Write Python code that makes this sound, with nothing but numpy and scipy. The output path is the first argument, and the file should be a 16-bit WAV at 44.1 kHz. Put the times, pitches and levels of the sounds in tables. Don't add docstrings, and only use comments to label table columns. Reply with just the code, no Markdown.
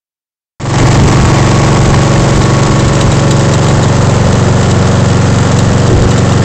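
import sys
import numpy as np
from scipy import signal
from scipy.fft import rfft, irfft, next_fast_len
from scipy.io import wavfile
from scipy.ndimage import uniform_filter1d

SR = 44100
rng = np.random.default_rng(int(sys.argv[2]) if len(sys.argv) > 2 else 0)


def file_out(sig):
    cols = np.atleast_2d(sig).T
    lim = np.clip(cols, -1, 1)
    pcm = np.round(lim * 32767).astype(np.int16)
    wavfile.write(sys.argv[1], SR, pcm)


N = 284004


def from_db(db):
    return 10 ** (np.asarray(db) / 20)


def unit_power(x):
    return x / np.sqrt(np.mean(x ** 2) + 1e-20)


def interpolate(rows, at):
    points, *columns = np.transpose(rows)
    return [np.interp(at, points, column) for column in columns]


def in_time(rows):
    return interpolate(rows, np.arange(N) / SR)


def gain_at(spectrum, hz):
    points_hz, db = np.transpose(spectrum)
    return from_db(np.interp(np.log(hz + 1e-9), np.log(points_hz), db))


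def noise(spectrum):
    size = next_fast_len(N)
    white = rfft(rng.standard_normal(size))
    hz = np.arange(len(white)) * SR / size
    return unit_power(irfft(white * gain_at(spectrum, hz), size)[:N])


def drift(per_s):
    knots = rng.standard_normal(4096)
    return unit_power(np.interp(np.arange(N) / SR * per_s, np.arange(len(knots)), knots))


def decay(x, seconds):
    r = np.exp(-1 / (seconds * SR))
    return signal.lfilter([1 - r], [1, -r], x + 1e-18)


def ring(x, modes, sign=-1):
    out = 0
    for k, (hz, width_hz, db) in enumerate(modes):
        r = np.exp(-np.pi * width_hz / SR)
        feedback = [1, -2 * r * np.cos(2 * np.pi * hz / SR), r * r]
        out = out + sign ** k * from_db(db) * signal.lfilter([.5, 0, -.5], feedback, x + 1e-18)
    return out


# time in seconds, four-stroke cycles per second.
ENGINE_SPEED = [(.6, 23.235), (3.7, 23.238), (4.05, 23.38), (4.5, 23.245), (5.4, 23.24), (5.8, 23.18),
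                (6.44, 23.21)]


def engine_cycles():
    speed, = in_time(ENGINE_SPEED)
    return np.cumsum(speed) / SR + 0.00066 * drift(14)


def gas_pulses(cycle, level_db, phase, decay_s, spread_db):
    openings = np.flatnonzero(np.diff(np.floor(cycle - phase)))
    uneven_db = spread_db * rng.standard_normal(256)[:len(openings)]
    impulses = np.zeros(N)
    impulses[openings] = from_db(level_db[openings] + uneven_db)
    return decay(uniform_filter1d(impulses, size=57), decay_s)


# frequency in Hz, bandwidth in Hz, gain in dB.
EXHAUST_CAVITY = [(123.75, 27.6, 0), (220.6, 53, -1.7)]
SECOND_CAVITY = [(100.1, 16.6, 0.053), (200.9, 20.6, -0.22)]
INTAKE_CAVITY = [(172.7, 65, 2), (303, 26, -14)]


def thumps(cycle, exhaust_db, second_db, intake_db):
    exhaust = gas_pulses(cycle, exhaust_db, phase=.683, decay_s=.00078, spread_db=1.38)
    second = gas_pulses(cycle, second_db, phase=.99, decay_s=.0001, spread_db=0.2)
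    intake = gas_pulses(cycle, intake_db, phase=.333, decay_s=.00033, spread_db=0.8)
    suction = ring(intake, INTAKE_CAVITY, sign=1)
    return ring(exhaust, EXHAUST_CAVITY) - ring(second, SECOND_CAVITY) - suction


# frequency in Hz, relative level in dB.
KNOCK_SPECTRUM = [(150, -30), (260, 6.5), (400, -0.5), (600, 0.5), (1000, -2), (1500, -5.5), (2200, -14.5),
                  (4000, -18)]


def knocks(cycle, patterns=5, size=2048):
    harmonics_hz = np.arange(size // 2 + 1) * np.mean(np.array(ENGINE_SPEED)[:, 1])
    progress = np.linspace(0, patterns - 1, N)
    out = 0
    for k in range(patterns):
        phases = np.exp(2j * np.pi * rng.random(len(harmonics_hz)))
        pattern = unit_power(irfft(gain_at(KNOCK_SPECTRUM, harmonics_hz) * phases))
        crossfade = np.cos(np.pi / 2 * np.clip(progress - k, -1, 1))
        out = out + crossfade * np.interp(cycle, np.arange(size) / size, pattern, period=1)
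    return out


# multiple of the cycle rate (rounded when played),
# level in dB at the loudest angle, that angle from 0 (beside) to 1 (behind).
HUM_TONES = [(11, -23, 0.9), (12, -19, 0.22), (14, -21.5, 0.12), (15, -26, 1), (16, -25, 0.86),
             (18, -27.5, 0.7), (20, -21, 1), (21, -22.5, .9), (24, -19, 0.37), (27, -26.5, 0.74),
             (33, -25.5, 0.25), (36, -26, 0.16), (44, -25, 0.08), (48, -19, 0.14), (58, -30, 0.92),
             (60, -31.5, 0.7), (77.1, -32.5, 0.5)]


def hums(cycle, angle, shade_db=10.5, waver_db=2.0):
    out = 0
    for order, db, loudest_angle in HUM_TONES:
        level_db = db - shade_db * np.abs(angle - loudest_angle) + waver_db * drift(7)
        out = out + from_db(level_db) * np.sin(2 * np.pi * (round(order) * cycle + rng.random()))
    return out


def pulsation(cycle, phase, firing_db, crank_db, flutter_db):
    radians = 2 * np.pi * (cycle - phase)
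    swell_db = firing_db * np.cos(radians) + crank_db * np.cos(2 * radians)
    return unit_power(from_db(swell_db + flutter_db * drift(260)))


# frequency in Hz, relative spectral density in dB.
SIDE_SPECTRUM = [(60, -9), (150, 3.5), (310, 0.5), (550, -5), (880, 3), (1130, -2.5), (1500, -11.5),
                 (1850, -5.5), (2250, -8), (3000, -19), (4000, -17.5)]
REAR_SPECTRUM = [(60, -10), (150, 2), (300, -0.5), (470, 3), (620, 2), (870, -6.5), (1130, -4),
                 (1400, -6.5), (1600, -10), (1850, -8), (2300, -17), (4000, -23.5)]


def clatter(cycle, angle):
    side = np.cos(np.pi / 2 * angle) * noise(SIDE_SPECTRUM)
    rear = np.sin(np.pi / 2 * angle) * noise(REAR_SPECTRUM)
    return (side + rear) * pulsation(cycle, phase=0.014, firing_db=2.5, crank_db=-1.45, flutter_db=1.5)


# frequency in Hz, relative spectral density in dB.
HISS_SPECTRUM = [(900, -9), (1800, -3), (2500, -2), (3000, 1.5), (3800, -1.5), (4500, -3), (5000, 0),
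                 (5600, -5.5), (6400, -1), (7300, 1.5), (8200, 1.5), (10000, -2.5)]


def hiss(cycle):
    treble = noise(HISS_SPECTRUM)
    return treble * pulsation(cycle, phase=0.012, firing_db=0.4, crank_db=-1.3, flutter_db=2.5)


# start in seconds, relative peak level in dB.
HARD_RATTLES = [(1.2521, -5.5), (2.3615, -12), (2.438, -6.5), (2.7945, -10), (2.8785, -10), (2.953, -7),
                (3.0104, -3), (3.1166, -6.5), (3.1665, -11), (3.3096, -1), (3.3944, -9.5), (3.5359, -5.5),
                (3.684, -6), (3.8306, -8), (4.628, -9), (4.71, -5), (5.588, -4.5), (6.02, -6.5),
                (6.107, -4.5), (6.18, -7.5), (6.3215, -6.5)]
# frequency in Hz, bandwidth in Hz, relative gain in dB.
SHEET_MODES = [(2830, 290, -5), (3900, 110, -6.5), (4430, 230, -9.5), (5920, 380, -5.5), (6980, 170, -4.5),
               (7920, 950, 7)]


def rattles(cycle, level_db=-5, decay_s=0.0068, light_db=-27):
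    hits = np.zeros(N)
    light_hits = np.flatnonzero(np.diff(np.floor(cycle + .12 * drift(30))))
    hits[light_hits] = from_db(light_db)
    for start_s, db in HARD_RATTLES:
        hits[round(start_s * SR)] += from_db(db)
    envelope = decay(hits, decay_s) * decay_s * SR
    chatter = envelope * rng.standard_normal(N)
    sheet_gain = np.std(ring(rng.standard_normal(N), SHEET_MODES))
    return from_db(level_db) * ring(chatter, SHEET_MODES) / sheet_gain


# time in seconds, level in dB.
BREEZE_LEVEL = [(.6, -15.5), (3, -20.5), (3.5, -23), (6.44, -28.5)]
# time of the peak in seconds, length in seconds, rumble in dB, buffeting in dB.
WIND_GUSTS = [(0.831, 0.037, -9, -2), (1.058, 0.11, -4, -11), (1.24, .09, -7.5, -18),
              (1.91, 0.27, -15, -30), (2.2, 0.055, -11, -26), (2.386, 0.085, -12, -30),
              (2.7, .07, -11, -17), (2.885, .12, -13, -20), (3.086, 0.08, -10, -26), (4.29, .12, -16, -26),
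              (5.7, 0.064, -11, -32), (5.931, .07, -10, -2), (6.03, 0.11, -6.5, -8)]
# frequency in Hz, relative spectral density in dB.
RUMBLE_SPECTRUM = [(10, -19), (25, -13), (45, -5), (80, -6), (150, -13.5), (400, -24.5), (1500, -63)]
BUFFET_SPECTRUM = [(10, -14), (35, -11), (90, 6.5), (200, -11.5), (380, -4), (600, -26.5), (1000, -34),
                   (3000, -72)]


def wind(waver_db=2.0):
    t = np.arange(N) / SR
    breeze_db, = in_time(BREEZE_LEVEL)
    rumble = from_db(breeze_db + waver_db * drift(9))
    buffet = np.zeros(N)
    for peak_s, length_s, rumble_db, buffet_db in WIND_GUSTS:
        swell = np.exp(-(2 * (t - peak_s) / length_s) ** 2)
        rumble += from_db(rumble_db) * swell
        buffet += from_db(buffet_db) * swell
    return rumble * noise(RUMBLE_SPECTRUM) + buffet * noise(BUFFET_SPECTRUM)


# time in seconds, angle from 0 (beside) to 1 (behind).
WALK = [(.8, 0), (1.9, 0.3), (2.95, 0.54), (3.8, 0.77), (4.6, 1), (5.2, 0.95), (5.7, 0.95), (6.44, 0.97)]
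# angle from 0 to 1, then relative levels in dB
DIRECTIVITY = [(0, 11.5, -3, 1.5, -11.5, -21), (.25, 8, -11, 3.5, -14, -21), (.5, 6.8, -14.5, 0, -16, -22),
               (.75, 6, -2, 3, -16.5, -22), (1, 6, 1, -8.5, -16.5, -23.5)]


def scene():
    cycle = engine_cycles()
    angle, = in_time(WALK)
    exhaust_db, second_db, intake_db, mechanical_db, hiss_db = interpolate(DIRECTIVITY, angle)
    engine = thumps(cycle, exhaust_db, second_db, intake_db)
    engine += from_db(mechanical_db - 1.3) * knocks(cycle)
    engine += from_db(mechanical_db + 1.0) * clatter(cycle, angle)
    engine += from_db(hiss_db + 3.5) * hiss(cycle)
    engine += hums(cycle, angle)
    return (engine + rattles(cycle) + wind())[None]


def overload(x, ceiling, hardness):
    return x / (1 + np.minimum(np.abs(x / ceiling), 50) ** hardness) ** (1 / hardness)


# time in seconds, gain as an amplitude ratio.
FADE_IN = [(.598, 0), (.599, .18), (.835, 1)]


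def record(dry, band_hz=8050, cutoff_hz=15900):
    clipped = overload(dry, ceiling=0.73, hardness=12.3)
    narrow = signal.fftconvolve(clipped, signal.firwin(75, band_hz, fs=SR)[None], mode="same")
    fade, = in_time(FADE_IN)
    limited = overload(narrow * fade, ceiling=0.71, hardness=22)
    noise_floor = 2e-5 * rng.standard_normal(N)
    lowpass = signal.firwin(401, cutoff_hz, fs=SR, window="blackman")
    return signal.fftconvolve(limited + noise_floor, lowpass[None], mode="same")


dry = scene()
out = record(dry)
file_out(out)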